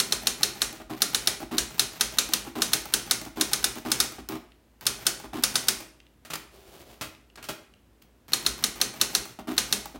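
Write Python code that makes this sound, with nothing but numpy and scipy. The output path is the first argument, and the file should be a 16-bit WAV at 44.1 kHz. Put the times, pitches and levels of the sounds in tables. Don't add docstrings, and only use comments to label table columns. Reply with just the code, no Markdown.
import sys
import numpy as np
from scipy import signal
from scipy.fft import rfft, irfft
from scipy.io import wavfile

SR = 44100
rng = np.random.default_rng(int(sys.argv[2]) if len(sys.argv) > 2 else 0)


def bounce(signal):
    frames = np.transpose(np.atleast_2d(signal))
    limited = np.clip(frames, -1, 1)
    pcm = np.round(limited * 32767).astype(np.int16)
    wavfile.write(sys.argv[1], SR, pcm)


N = 440559
TIME = np.arange(N) / SR

# start_s, level_db, treble_db
STROKES = [(0.0003, -0.5, -3), (0.1231, -2.5, -1.5), (0.2702, -0.5, 1.5), (0.4317, -0.5, 5),
           (0.6178, -1.5, 0), (1.0194, -0.5, 5), (1.1464, -1, -1), (1.2729, 0, 2), (1.5819, -0.5, -2.5),
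           (1.7945, 1, 3.5), (2.0094, 0.5, 1.5), (2.1854, 1.5, 1), (2.3354, -1.5, 5.5), (2.6196, 0.5, -4.5),
           (2.7331, 0.5, 4.5), (2.938, 0, 5), (3.1104, 0.5, 2), (3.4107, -1, 4), (3.5328, -1.5, 3.5),
           (3.642, -0.5, 4.5), (3.917, -1.5, 3), (4.002, 0.5, 4), (4.8665, -1, 4), (5.0665, 0, 5.5),
           (5.4365, 1, 3.5), (5.5554, 0.5, -9.5), (5.684, 0.5, 4.5), (8.3335, -1.5, 0),
           (8.4635, -1.5, -1.5), (8.639, -1.5, 1.5), (8.8142, -1, 2), (9.0129, 0, 3.5), (9.15, -1, 1.5),
           (9.5795, 1, -5), (9.7257, -1, 0.5)]
# start_s, held_s, level_db, judder_s (after springing back)
PRESSES = [(0.8, .096, -3, 0.052), (1.416, .095, 0.5, .046), (2.465, 0.089, 0.5, .045),
           (3.261, 0.11, -2, 0.054), (3.761, .089, 0, 0.046), (4.182, .106, -2.5, 0.078),
           (5.238, .093, -0.5, .055), (9.389, .083, -0.5, .05), (9.944, .093, -5, .05)]
# start_s, level_db, t60_s, hardness (0-1), pitch_hz
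CLACKS = [(6.250, -14, 0.15, 0.7, 1800), (6.302, -3.5, 0.16, 0.6, 1650), (6.335, 3.5, 0.052, 0.9, 1750),
          (6.355, 0.5, 0.03, 1.0, 1800), (7.011, 0, 0.17, 0.83, 2800), (7.357, -14, 0.034, 0.86, 5600),
          (7.374, -10.5, 0.16, 0.14, 900), (7.427, -11.5, 0.057, 1.0, 2800), (7.44, -11, 0.14, 1.0, 2800),
          (7.487, 2, 0.15, 0.66, 420), (8.018, -27.5, .12, 0.6, 2800)]
# pitch_hz, t60_s, level_db
LEVER_MODES = [(325, 0.17, -58), (640, 0.11, -59), (812, 0.039, -50.5), (1151, 0.036, -59),
               (1310, .025, -59), (2320, 0.011, -61)]

TOUCH_LEAD_S, TRIP_LEAD_S, FALL_LAG_S = .052, .014, .124
RETURN_START_S, RETURN_STOP_S = 6.49, 7.115


def from_db(db):
    return 10 ** (np.asarray(db) / 20)


def at_hz(points, hz):
    points_hz, values = np.transpose(points)
    return np.interp(np.log(np.maximum(hz, 1)), np.log(points_hz), values)


def colour(x, spectrum, size=4096):
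    gain = from_db(at_hz(spectrum, np.fft.rfftfreq(size, 1 / SR)))
    cepstrum = irfft(np.log(gain))
    cepstrum[1:size // 2] *= 2
    cepstrum[size // 2 + 1:] = 0
    return signal.oaconvolve(x, irfft(np.exp(rfft(cepstrum))))[:len(x)]


def add(out, start_s, sound):
    start = int(np.clip(round(start_s * SR), 0, len(out)))
    out[start:start + len(sound)] += sound[:len(out) - start]


def decay(t, t60):
    return (t >= 0) * np.exp(-np.log(1000) * np.maximum(t, 0) / t60)


def ring(x, modes):
    out = 0
    for hz, t60, db in modes:
        radius, angle = decay(1 / SR, t60), 2 * np.pi * hz / SR
        poles = [1, -2 * radius * np.cos(angle), radius * radius]
        out = out + from_db(db) * signal.lfilter([0, np.sin(angle)], poles, x + 1e-18)
    return out


def chatter(per_s, spread_db):
    clicks = (rng.random(N) < per_s / SR) * rng.choice([-1, 1], N)
    clicks = clicks * from_db(spread_db * np.clip(rng.standard_normal(N), -2, 2))
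    return clicks / np.sqrt(np.mean(clicks ** 2))


def shaking(blows):
    power, t = np.zeros(N), TIME[:SR // 2]
    for s, db, hold, t60 in blows:
        add(power, s, (from_db(db) * decay(np.maximum(t - hold, 0), t60)) ** 2)
    return np.sqrt(power)


def each_stroke(lag_s, spread_s, level_db, vary_db=3.5):
    chance = np.clip(rng.standard_normal((len(STROKES), 2)), -2, 2)
    return [(s + lag_s + spread_s * late, level_db + vary_db * force)
            for (s, _, _), (late, force) in zip(STROKES, chance)]


def press_blows():
    downs = [(s, db - 5.5, .02, db - 11) for s, _, db, _ in PRESSES]
    ups = [(s + held_s, db, judder_s, db) for s, held_s, db, judder_s in PRESSES]
    return downs + ups


def room_tone(hum_hz=57.0, hum_db=-61.0):
    # frequency_hz, level_db
    air_spectrum = [(22, -71.5), (36, -57.5), (46, -43.5), (58, -40.5), (80, -44.5), (115, -43.5),
                    (170, -47.5), (240, -44.5), (550, -53.5), (1000, -59.5), (3000, -66), (6000, -71.5),
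                    (16000, -73.5)]
    hum = from_db(hum_db) * np.sin(2 * np.pi * hum_hz * TIME)
    return colour(rng.standard_normal(N), air_spectrum) + hum


def room_echo(x, build_s=.0064):
    # frequency_hz, level_db
    tail_spectrum = [(50, -4.5), (300, -6), (1000, -8), (2400, -4.5), (4000, -8), (6000, -8), (9500, -11),
                     (16000, -6)]
    # frequency_hz, t60_s
    decay_times = [(200, 0.47), (1500, 0.49), (5000, 0.41), (9000, 0.43), (15000, 0.28)]
    t, tail = TIME[:SR * 3 // 4], 0
    edges_hz = np.geomspace(40, 20000, 13)
    white, hz = rfft(rng.standard_normal(len(t))), np.fft.rfftfreq(len(t), 1 / SR)
    for low, high in zip(edges_hz, edges_hz[1:]):
        band = irfft(white * (hz >= low) * (hz < high), len(t))
        fade = decay(t, at_hz(decay_times, np.sqrt(low * high))) * (1 - np.exp(-t / build_s))
        tail = tail + band * fade / np.linalg.norm(fade)
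    return signal.fftconvolve(x, colour(tail, tail_spectrum))[:N]


def faint_ticks():
    # start_s, level_db
    ticks = [(4.519, -3), (6.002, 2.5), (6.066, -6), (7.149, 0.5), (7.3, -6), (7.738, -2.5)]
    # frequency_hz, level_db
    tick_spectrum = [(500, -61.5), (1800, -46.5), (2800, -34), (4200, -45.5), (8000, -58), (16000, -69.5)]
    envelope = shaking([(s, db, .001, .014) for s, db in ticks])
    return colour(envelope * chatter(12000, 1.96), tick_spectrum)


def table_thuds(thud_t60=.43, rock_t60=.5, hard_loss_db=18.0):
    # frequency_hz, level_db
    thud_spectrum = [(25, -54.5), (55, -23), (80, -41), (125, -23.5), (165, -36), (205, -21.5), (260, -25),
                     (390, -23), (520, -31), (800, -31.5), (1500, -32), (5000, -54.5)]
    # pitch_hz, t60_s, level_db
    rocking_modes = [(46, 0.21, -85), (56, 0.26, -82)]
    blows = [(s, .5) for s, _, _ in STROKES]
    blows += [(s, db - .5 - hard_loss_db * hard) for s, db, _, hard, _ in CLACKS]
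    force = shaking([(s, db, .012, thud_t60) for s, db in blows]) * chatter(5000, 1.4)
    rocking = shaking([(s, 0, .012, rock_t60) for s, *_ in STROKES + press_blows()])
    return colour(force, thud_spectrum) + ring(rocking * rng.standard_normal(N), rocking_modes)


def springs(blows):
    # pitch_hz, t60_s, level_db
    spring_modes = [(5335, .4, -76), (9055, .7, -78), (12965, .7, -73)]
    return ring(blows, spring_modes)


def steel_snaps(falls, snap_t60=.018, fall_db=-7.5):
    # start_s, level_db
    bright_clicks = [(3.251, -4), (3.784, -5.5), (4.288, 5), (4.81, -8.5), (5.808, -9), (8.022, -17.5)]
    # frequency_hz, level_db
    snap_spectrum = [(200, -55), (1000, -26), (6000, -31.5), (10000, -34.5), (13000, -30.5), (16000, -28.5)]
    trips = each_stroke(-TRIP_LEAD_S, spread_s=.001, level_db=-12.0)
    snaps = trips + [(s, fall_db + db) for s, db in falls] + bright_clicks
    envelope = shaking([(s, db, .001, snap_t60) for s, db in snaps])
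    return colour(envelope * chatter(18000, 3.3), snap_spectrum)


def key_levers(falls, knock_db=-11.0):
    # frequency_hz, level_db
    linkage_spectrum = [(40, -52), (140, -30), (330, -37.5), (560, -43), (800, -37.5), (1300, -41.5),
                        (2200, -42.5), (6000, -49), (11000, -55.5), (14500, -45.5), (16000, -54.5)]
    # lag_s, level_db, hold_s, t60_s
    stages = [(-TOUCH_LEAD_S, 1.5, .015, .15), (-TRIP_LEAD_S, 7.5, .012, .04),
              (FALL_LAG_S, -2.5, .02, .17)]
    rattle = shaking([(s + lag, db, hold, t60) for s, _, _ in STROKES for lag, db, hold, t60 in stages])
    knocks = shaking([(s, knock_db + db, .003, .03) for s, db in falls])
    linkage = colour(rattle * chatter(2000, 4.0), linkage_spectrum)
    return linkage + ring(knocks * chatter(5000, 1.7), LEVER_MODES)


def carriage_push(attack_s=.045, release_s=.03, ends_db=-7.0, swell_db=9.5, uneven_db=3.4):
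    elapsed_s = TIME - RETURN_START_S
    progress = np.clip(elapsed_s / (RETURN_STOP_S - RETURN_START_S), 0, 1)
    moving = np.clip(elapsed_s / attack_s, 0, 1) * np.clip(1 - (TIME - RETURN_STOP_S) / release_s, 0, 1)
    bumps = np.interp(TIME, np.linspace(0, TIME[-1], 300), rng.standard_normal(300))
    return moving * from_db(ends_db + swell_db * np.sin(np.pi * progress) + uneven_db * bumps)


def struck_parts(part_db=-39.0, band_ratio=1.25):
    out, t = np.zeros(N), TIME[:SR // 2]
    for s, db, t60, _, hz in CLACKS:
        band = signal.butter(1, [hz / band_ratio, hz * band_ratio], "band", fs=SR)
        ringing = signal.lfilter(*band, rng.standard_normal(len(t)))
        add(out, s, from_db(part_db + db) * decay(t, t60) * ringing / ringing.std())
    return out


def carriage_spring(pluck_db=46.0):
    # pitch_hz, t60_s, level_db
    spring_mode = [(9055, .45, -76)]
    plucks = np.zeros(N)
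    for s, db, t60, hard, _ in CLACKS:
        add(plucks, s, [from_db(pluck_db + db) * hard ** 2 * t60])
    return ring(plucks, spring_mode)


def carriage_return(clack_db=-.5, soft_hz=2200, pawl_db=-40.0, pawl_per_s=110):
    # frequency_hz, level_db
    clack_spectrum = [(40, -46), (150, -25.5), (480, -31), (620, -23), (900, -26), (1300, -23.5),
                      (2100, -24), (4000, -24.5), (8000, -29), (12000, -31.5), (16000, -32.5)]
    # frequency_hz, level_db
    rail_spectrum = [(60, -40.5), (270, -47.5), (395, -36), (480, -45), (620, -40.5), (900, -49),
                     (2000, -55.5), (3200, -53), (8000, -60.5), (16000, -61)]
    # pitch_hz, t60_s, level_db
    carriage_modes = [(165, 0.093, -69.5), (321, 0.21, -70), (669, 0.051, -69), (867, 0.026, -67.5),
                      (1205, 0.05, -77.5), (1405, 0.034, -62), (1680, 0.023, -70), (1920, 0.019, -68),
                      (2480, 0.048, -89), (2900, 0.032, -65.5), (3340, 0.025, -64.5), (4400, .03, -74)]
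    contacts = chatter(8000, 2.9)
    whole = contacts * shaking([(s, db, .002, t60) for s, db, t60, _, _ in CLACKS])
    sharp = contacts * shaking([(s, db + 20 * np.log10(hard), .002, t60)
                                for s, db, t60, hard, _ in CLACKS])
    force = sharp + signal.lfilter(*signal.butter(1, soft_hz, fs=SR), whole - sharp)
    clacks = from_db(clack_db) * colour(force, clack_spectrum) + ring(force, carriage_modes)
    push = carriage_push()
    rolling = colour(push * chatter(2500, 2.8), rail_spectrum)
    pawl = from_db(pawl_db) * colour(push * chatter(pawl_per_s, 2.7), clack_spectrum)
    return clacks + struck_parts() + carriage_spring() + rolling + pawl


def housing_shudder(level_db=3.0, swell_s=.0087, t60=.13):
    # pitch_hz, level_db
    panel_modes = [(126, -48.5), (256, -40.5), (316, -35), (392, -40.5), (1050, -49.5), (1205, -52)]
    out, t = np.zeros(N), TIME[:SR // 2]
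    tones = sum(from_db(db) * np.sin(2 * np.pi * hz * t) for hz, db in panel_modes)
    panels = (1 - np.exp(-t / swell_s)) * tones
    for s, _, hold, shudder_db in press_blows():
        add(out, s, from_db(level_db + shudder_db) * panels * decay(np.maximum(t - hold, 0), t60))
    return out


def space_bar(judder_t60=.051, lever_db=-12.5):
    # frequency_hz, level_db
    bar_spectrum = [(40, -45), (130, -24), (180, -24), (240, -13.5), (340, -18), (400, -23), (510, -33),
                    (720, -21.5), (890, -27.5), (1100, -27), (1800, -34.5), (3700, -37), (6000, -44),
                    (16000, -47)]
    blows = press_blows()
    judder = shaking([(s, db, hold, judder_t60) for s, db, hold, _ in blows]) * chatter(2500, 6.1)
    knocks = shaking([(s, lever_db, .008, .04) for s, *_ in blows]) * chatter(5000, 2.0)
    return colour(judder, bar_spectrum) + ring(knocks, LEVER_MODES)


def frame_rattle():
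    # frequency_hz, level_db
    frame_spectrum = [(200, -37), (500, -26.5), (1000, -30), (1300, -26), (2300, -24.5), (3500, -23.5),
                      (4600, -23), (5300, -21.5), (6600, -20), (7600, -23.5), (9600, -22.5), (12000, -32),
                      (16000, -38)]
    # lag_s, level_db, t60_s
    arrivals = [(.002, 0.0, .16), (.0086, 5.0, .025), (.0265, -6.5, .025), (.006, -5.0, .28)]
    envelope = shaking([(s + lag, stroke_db + db, 0, t60)
                        for s, stroke_db, _ in STROKES for lag, db, t60 in arrivals])
    return colour(envelope * chatter(20000, 2.8), frame_spectrum)


def carriage_place(now_s, first_place=.06, step=.027):
    line_start_s, start_place = (RETURN_STOP_S, 0) if now_s > RETURN_STOP_S else (0, first_place)
    typed = sum(line_start_s <= s < now_s for s, *_ in STROKES + PRESSES)
    return np.clip(start_place + step * typed, 0, 1)


def typebars(slap_t60=.011, bounce_s=.0026, bounce_db=-4.5, bounce_t60=.018, treble_hz=9000):
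    # pitch_hz, t60_s, line_start_db, line_end_db
    platen_modes = [(1226, 0.036, -24.5, -24), (1496, 0.019, -29, -22.5), (1674, 0.013, -29.5, -25.5),
                    (2268, 0.036, -43, -33), (2622, 0.044, -26.5, -34), (3084, 0.0099, -12.5, -17),
                    (3490, 0.016, -20.5, -16), (3744, 0.02, -12.5, -19.5), (4250, 0.013, -5.5, -18),
                    (4433, 0.025, -15.5, -23.5), (4670, 0.029, -42, -18.5), (5220, 0.032, -28, -13.5),
                    (5384, 0.021, -13, -18), (5860, 0.028, -35.5, -30.5), (6010, 0.072, -31.5, -31),
                    (6100, 0.029, -22.5, -25), (7340, .02, -20.5, -38.5), (7410, 0.014, -19.5, -41.5),
                    (8550, 0.016, -29, -21), (8720, 0.027, -29.5, -20.5), (9270, 0.047, -43.5, -20.5),
                    (11570, .012, -24, -29)]
    # frequency_hz, level_db
    slap_spectrum = [(100, -43), (350, -23.5), (600, -29.5), (850, -11.5), (1020, -28.5), (1300, -6.5),
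                     (2300, -16.5), (4200, -4.5), (6400, -6.5), (7600, -13), (9600, -7.5), (13000, -11.5),
                     (16000, -17.5)]
    own_share, vary_db = .3, 1.2
    out, t = np.zeros(N), TIME[:SR // 16]
    hz, t60, start_db, end_db = np.transpose(platen_modes)
    signs = (-1) ** np.arange(len(hz))
    modes = signs[:, None] * np.sin(2 * np.pi * hz[:, None] * t) * decay(t, t60[:, None])
    envelope = np.hypot(decay(t, slap_t60), from_db(bounce_db) * decay(t - bounce_s, bounce_t60))
    at_start, at_end = rng.standard_normal((2, len(t)))
    highpass = signal.butter(1, treble_hz, "high", fs=SR)
    for s, level_db, treble_db in STROKES:
        place = carriage_place(s)
        shared = np.sqrt(1 - place) * at_start + np.sqrt(place) * at_end
        dense = np.sqrt(1 - own_share) * shared + np.sqrt(own_share) * rng.standard_normal(len(t))
        modes_db = start_db + place * (end_db - start_db) + vary_db * rng.standard_normal(len(hz))
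        hit = from_db(modes_db) @ modes + colour(dense * envelope, slap_spectrum)
        treble_shelf = (from_db(treble_db) - 1) * signal.lfilter(*highpass, hit)
        add(out, s, from_db(level_db) * (hit + treble_shelf))
    return out


def scene(platen_room_db=-6.0, frame_room_db=1.0):
    slaps, frame = typebars(), frame_rattle()
    falls = each_stroke(FALL_LAG_S, spread_s=.01, level_db=0)
    works = steel_snaps(falls) + carriage_return() + space_bar() + key_levers(falls)
    works += springs(slaps + frame) + table_thuds() + faint_ticks()
    echo = room_echo(works + from_db(platen_room_db) * slaps + from_db(frame_room_db) * frame)
    return (slaps + frame + works + housing_shudder() + echo + room_tone())[None]


def record(dry, low_cut_hz=40, ceiling=.63, high_cut_hz=15900):
    thinned = signal.sosfilt(signal.butter(6, low_cut_hz, "high", fs=SR, output="sos"), dry)
    rounded = ceiling * np.tanh(thinned / ceiling)
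    return signal.sosfilt(signal.ellip(10, .2, 75, high_cut_hz, fs=SR, output="sos"), rounded)


dry = scene()
out = record(dry)
bounce(out)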